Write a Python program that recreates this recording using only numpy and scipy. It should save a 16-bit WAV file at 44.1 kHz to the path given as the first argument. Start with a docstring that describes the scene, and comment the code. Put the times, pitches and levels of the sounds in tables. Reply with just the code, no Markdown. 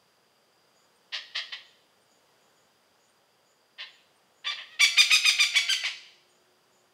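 """Hornbills on a roadside cable. First come rushing air, insects and small birds, then a few hoarse barks:
uneven pulses from the voice box ring in the throat and leave through a half-open bill. Near 4.7 s a second
bird starts a thin whine, and a loud run of cackles breaks out over it. Each cackle starts rough, locks into
a clear arch of pitch and breaks up again; trees and houses echo. A far engine fades in and hums on."""
import sys
import numpy as np
from scipy import signal
from scipy.fft import rfft, irfft, next_fast_len
from scipy.io import wavfile
from scipy.ndimage import map_coordinates

SR = 44100
rng = np.random.default_rng(int(sys.argv[2]) if len(sys.argv) > 2 else 0)


def file_out(sig):
    """Save sig as 16-bit WAV at sys.argv[1]."""
    # one column per channel
    cols = np.atleast_2d(sig).T
    # limit, then scale
    lim = np.clip(cols, -1, 1)
    pcm = np.round(lim * 32767).astype(np.int16)
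    wavfile.write(sys.argv[1], SR, pcm)


N = 305613

# hoarse notes: (time [s], length [s], rise [s], top pitch [Hz], level [dB], roughness [0-1],
# throat tuning [ratio], treble edge [Hz])
BARK_NOTES = [(1.12, 0.061, .018, 606, -31.5, 0.8, 1.006, 5680),
              (1.345, .056, 0.016, 672.4, -29, 0.8, 1.02, 5550),
              (1.519, 0.035, .011, 566, -33.3, 0.66, 1.026, 5400),
              (3.778, .066, .028, 571.4, -37.5, 0.91, 0.99, 5140),
              (4.44, .046, 0.025, 556.6, -32, 0.75, 0.98, 4500),
              (4.459, .056, .017, 1185, -30, .14, 1.05, 5200), (4.5, .036, .014, 600.4, -32, .8, .98, 5200),
              (4.569, .06, .02, 661.6, -40, 0.8, 1.03, 3940)]
# loud notes: (time [s], length [s], rise [s], top pitch [Hz], level [dB], roughness at full effort [0-1],
# brightness [dB per octave])
CACKLE_NOTES = [(4.79, 0.069, .022, 1176, -17.5, 0.09, 1.04), (4.965, 0.064, 0.019, 1221, -17, 0.11, 1.5),
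                (5.097, 0.075, 0.021, 1257, -19, 0.19, 1.7), (5.237, 0.073, .022, 1240, -19, 0.11, 1.6),
                (5.38, 0.069, .02, 1200, -20.5, .15, 1.2), (5.535, .062, .028, 1138, -21, 0.24, 0.46),
                (5.678, 0.066, 0.018, 1580, -23, 0.15, 1.5), (5.826, .064, .024, 1070, -29.5, .62, -3.5)]
# the second bird's notes: (time [s], length [s], top pitch [Hz], level [dB])
WHINE_NOTES = [(4.688, 0.085, 639.6, -49.5), (4.861, .99, 713.2, -45)]
# how throat and bill colour a cackle, a bark and a whine: (frequency [Hz], gain [dB])
CACKLE_COLOUR = [(350, -40.5), (700, -16.5), (950, -24), (1200, -17.5), (1550, -13), (2300, -0.5),
                 (2900, -1.5), (3600, -6.5), (4200, -7.5), (4800, -8.5), (5600, -13.5), (7200, -18.5),
                 (9800, -26.5), (15500, -42)]
BARK_COLOUR = [(280, -52.5), (550, -22), (1100, -11.5), (1450, -21.5), (1880, 1.5), (2300, -9.5), (2900, 1),
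               (3500, -2), (4100, -3.5), (5000, -2), (7000, -8.5), (11000, -22), (16000, -35)]
WHINE_COLOUR = [(650, -21.5), (1300, -16), (2000, 2), (2700, -9.5), (3400, -9.5), (4800, -21.5),
                (8000, -36.5), (15000, -55.5)]
# treble that a wide-open bill throws at the surroundings: (frequency [Hz], gain [dB])
BILL_BEAM = [(800, -3.5), (2400, -1), (3400, 2.5), (4800, 5), (8000, 2), (15000, 2)]
# how long the far echo lasts: (frequency [Hz], time to fade by 60 dB [s])
ECHO_FADE = [(300, 1), (1300, 0.65), (3300, 0.71), (6000, 0.73), (12000, 0.484)]
# one small bird's rising notes: (time [s], level [dB])
TWEET_NOTES = [(.74, -75.5), (1.62, -77.5), (2.07, -76.5), (2.39, -79), (2.53, -77), (2.98, -76.5),
               (3.44, -77), (3.88, -77), (4.33, -77), (6.27, -75.5), (6.71, -75.5)]
# the tone of the open air: (frequency [Hz], gain [dB])
AIR_COLOUR = [(25, -32.5), (55, -28), (80, -12.5), (190, -6.5), (280, -9), (480, -3), (800, -6),
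              (1400, -8.5), (2400, -14.5), (3200, -11.5), (4000, -17.5), (6000, -18.5), (8000, -21.5),
              (15500, -28)]
# how loud the air is: (time [s], level [dB])
AIR_LOUDNESS = [(0, -66.5), (2, -65.5), (3.6, -67), (5, -65.5), (6.9, -66.5)]
# the far engine: (time [s], pitch [Hz], level [dB])
ENGINE_HUM = [(4.6, 360, -100), (5.4, 354, -76.5), (6.2, 360.2, -75.5), (6.93, 366.2, -77)]

TOP_HZ = 15750  # upper limit of the sound


def cackles(slack_pitch=.56, slack_roughness=.84, bill_cut_hz=790):
    """At full effort the voice membranes lock into a clear tone; when slack they rattle at a low pitch."""
    out = np.zeros(N)
    for start, length, rise_s, hz, db, rough, brightness in CACKLE_NOTES:
        progress, push, soft_ends = effort(length, rise_s, fall_s=.018, end=.2)
        lock = np.sin(np.pi / 2 * push ** 2) ** 2
        arch = pitch_arch(progress, top=.43 + .04 * rng.normal(), droop=.12)
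        quaver = rough * np.tanh(wobble(167.6, len(push)))  # rough notes shake in pitch and strength
        pitch = hz * (slack_pitch + (1 - slack_pitch) * lock) * arch * (1 + .07 * quaver)
        rattle = np.clip(rough + slack_roughness * (1 - push), 0, 1)
        pulses = voice_box(pitch, rattle, jitter=.09, shimmer_db=4, breath=.8)

        def colour(f):
            tilt = brightness * np.log2(np.maximum(f, 600) / 2500)
            bass_loss = 10 * np.log10(1 + (bill_cut_hz / np.maximum(f, 500)) ** 4)
            return along(CACKLE_COLOUR, f) + tilt - bass_loss  # a bill sends out little bass

        opening = progress * push ** 2  # the bill closes as the effort ends
        note = bill(throat(pulses, colour), opening, shut_hz=4250, wide_at=.4)
        loudness = amp(db + 10 * quaver) * push ** 1.04 * arch ** 1.8
        add(out, start, loudness * soft_ends * unit(note))
    return out


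def barks(slack_pitch=.89, loud_db=-29):
    """Uneven pulses through a half-open bill; loudness and pitch sink as the effort ends."""
    out = np.zeros(N)
    for start, length, rise_s, hz, db, rough, tuning, edge_hz in BARK_NOTES:
        progress, push, soft_ends = effort(length, rise_s, fall_s=.026, end=.38)
        tension = slack_pitch + (1 - slack_pitch) * push ** 2
        pitch = hz * tension ** (.197 + rough)  # a clear note holds its pitch better
        pulses = voice_box(pitch, rough, jitter=.18, shimmer_db=3.5, breath=.7)
        treble_loss_db = 21.5 + .8 * (loud_db - db)  # softer barks are duller
        colour = lambda f: along(BARK_COLOUR, f / tuning) - treble_loss_db / (1 + (edge_hz / (f + 1)) ** 9)
        note = bill(throat(pulses, colour), progress, shut_hz=5580, wide_at=.35)
        add(out, start, amp(db) * push * soft_ends * unit(note))
    return out


def whine():
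    """A second bird tries a thin nasal tone, then holds it under the cackles."""
    out = np.zeros(N)
    for start, length, hz, db in WHINE_NOTES:
        progress, push, _ = effort(length, rise_s=.043, fall_s=.025, end=0)
        pitch = hz * pitch_arch(progress, top=.46, droop=.065) * (1 + .008 * wobble(25, len(push)))
        pulses = voice_box(pitch, rough=.094, jitter=.2, shimmer_db=4.5, breath=.5, doubling=0)
        note = throat(pulses, lambda f: along(WHINE_COLOUR, f))
        add(out, start, amp(db) * push * unit(note))
    return out


def effort(length, rise_s, fall_s, end):
    """Three 0-1 curves for a note: how far along it is, how hard the bird pushes, and soft ends."""
    t = np.arange(round(length * SR)) / SR
    rise, fall = t / rise_s, end + (1 - end) * (length - t) / fall_s
    push = np.clip(np.minimum(rise, fall), 0, 1)
    return t / length, push, signal.windows.tukey(len(t), .1)


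def pitch_arch(progress, top, droop):
    """A shallow arch: 1 at the top, lower by droop half a note away."""
    return 1 - droop * (2 * (progress - top)) ** 2


def voice_box(pitch, rough, jitter, shimmer_db, breath, doubling=.08):
    """One pulse a cycle; roughness scatters timing (jitter) and size (shimmer) and lets air puff through."""
    n = len(pitch)
    unsteady_hz = pitch * np.exp(jitter * rough * wobble(800, n) + .004 * wobble(250, n))
    phase = 2 * np.pi * np.cumsum(unsteady_hz) / SR
    harmonic = np.arange(1, 33)[:, None]
    pulses = unit((np.cos(harmonic * phase) * (harmonic * pitch < TOP_HZ)).sum(0))
    pulses *= 1 + doubling * np.cos(phase / 2)  # strong and weak in turn
    puffs = unit((1 + np.cos(phase)) ** 2 * rng.standard_normal(n))
    sizes = amp(shimmer_db * rough * np.tanh(wobble(600, n)))
    return (pulses * sizes + breath * rough * puffs) / np.sqrt(1 + rough ** 2)


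def throat(x, colour, size=2048):
    """The throat rings after each pulse; colour gives its gain in dB at each frequency."""
    cepstrum = irfft(np.log(amp(colour(np.fft.rfftfreq(size, 1 / SR)))))
    cepstrum[1:size // 2] *= 2  # this fold puts all the ringing after the pulse
    cepstrum[size // 2 + 1:] = 0
    ring = irfft(np.exp(rfft(cepstrum)))
    return signal.fftconvolve(x, ring)[:len(x)]


def bill(note, opening, shut_hz, wide_at):
    """The bill lets the treble out as it opens: nearly shut at opening = 0, wide from wide_at on."""
    muffled = throat(note, lambda f: -10 * np.log10(1 + (f / shut_hz) ** 6), size=512)
    gape = np.clip(opening / wide_at, 0, 1) ** 2
    return np.sqrt(1 - gape) * muffled + np.sqrt(gape) * note


def echoes(x, near_db, far_db, near_fade_s, far_build_s=.022):
    """Near walls and leaves answer at once; trees farther off build a longer tail."""
    hz, frame_s, spectrum = signal.stft(rng.standard_normal(SR), SR, nperseg=256)
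    fade = amp(-60 * frame_s / along(ECHO_FADE, hz)[:, None])
    far = signal.istft(spectrum * fade, SR, nperseg=256)[1][:SR]
    t = np.arange(SR) / SR
    far *= 1 - np.exp(-(t / far_build_s) ** 2)
    near = rng.standard_normal(SR) ** 3 * amp(-60 * t / near_fade_s) * (t > .002)
    response = amp(near_db) * near / np.linalg.norm(near) + amp(far_db) * far / np.linalg.norm(far)
    return signal.fftconvolve(x, response)[:N]


def small_birds(first_pip_s=.936, pip_every_s=1.069):
    """Far off, one bird repeats a fuzzy rising note and another pips at a steady pace."""
    out = np.zeros(N)
    for start, db in TWEET_NOTES:
        add(out, start, amp(db) * chirp(length=.12, hz=6920 * (1 + .0044 * rng.normal()), fuzz=.032))
    for start in np.arange(first_pip_s, N / SR, pip_every_s):
        add(out, start, amp(-77.5 + 1.4 * rng.normal()) * chirp(length=.048, hz=8740, fuzz=.0054))
    return out


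def chirp(length, hz, fuzz):
    """One fluttering note of a small bird; the fuzzier it is, the more it rises."""
    progress = np.linspace(0, 1, round(length * SR))
    pitch = hz * (1 + fuzz * (progress - .5 + wobble(790, len(progress))))
    flutter = amp(2.4 * wobble(60, len(progress)))
    return unit(flutter * np.sin(np.pi * progress) * tone(pitch))


def air():
    """The soft rush of open air: noise that swells and sinks a little."""
    rush = unit(filtered(rng.standard_normal(N), lambda f: amp(along(AIR_COLOUR, f))))
    return rush * amp(over_time(AIR_LOUDNESS)[0] + .57 * wobble(2.5, N))


def insects(hz=4800, width_hz=170, db=-77):
    """Insects blend into one narrow band of high, wavering hiss."""
    chorus = unit(filtered(rng.standard_normal(N), lambda f: 1 / (1 + ((f - hz) / width_hz) ** 2)))
    return chorus * amp(db + 1.5 * wobble(3, N))


def engine():
    """A far engine hums one tone that drifts in pitch and loudness."""
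    hz, db = over_time(ENGINE_HUM)
    return amp(db + 1.2 * wobble(4.3, N)) * unit(tone(hz + wobble(2.9, N)))


def tone(hz):
    """A pure tone that follows a pitch curve."""
    return np.sin(2 * np.pi * np.cumsum(hz) / SR)


def amp(db):
    """Turn decibels into a gain."""
    return 10 ** (np.asarray(db) / 20)


def unit(x):
    """Scale a sound to an average strength (rms) of 1."""
    return x / np.sqrt(np.mean(x ** 2) + 1e-20)


def along(points, hz):
    """Read a (frequency, value) table at hz, with octaves evenly spaced."""
    freqs, values = np.transpose(points)
    return np.interp(np.log(hz + 1), np.log(freqs + 1), values)


def over_time(rows):
    """Turn a (time, values...) table into one scene-long curve per value column."""
    times, *columns = np.transpose(rows)
    return [np.interp(np.arange(N) / SR, times, column) for column in columns]


def wobble(rate, n):
    """A smooth curve of n samples through rate random points a second."""
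    return map_coordinates(rng.standard_normal(int(n * rate / SR) + 4), [np.arange(n) * rate / SR])


def add(track, start, sound):
    """Mix a sound into the track, start seconds in."""
    i = max(round(start * SR), 0)
    track[i:i + len(sound)] += sound[:max(len(track) - i, 0)]


def filtered(x, gain):
    """Turn each frequency f of a sound up or down by gain(f)."""
    size = next_fast_len(len(x) + 8192)
    return irfft(rfft(x, size) * gain(np.fft.rfftfreq(size, 1 / SR)), size)[:len(x)]


def scene():
    """The birds and their echoes over the background; a wide-open bill beams treble at the surroundings."""
    soft = barks() + whine() + small_birds()
    loud = cackles()
    beamed = filtered(loud, lambda f: amp(along(BILL_BEAM, f)))
    soft_echo = echoes(soft, near_db=-3.5, far_db=-11.5, near_fade_s=.21)
    loud_echo = echoes(beamed, near_db=-3, far_db=-10, near_fade_s=.24)
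    return (soft + loud + soft_echo + loud_echo + air() + insects() + engine())[None]


def record(dry, low_cut_hz=62):
    """Cut the deep rumble and everything above TOP_HZ."""
    passband = lambda f: (f < TOP_HZ) / np.sqrt(1 + (low_cut_hz / (f + 1)) ** 8)
    return np.array([filtered(channel, passband) for channel in dry])


dry = scene()
out = record(dry)
file_out(out)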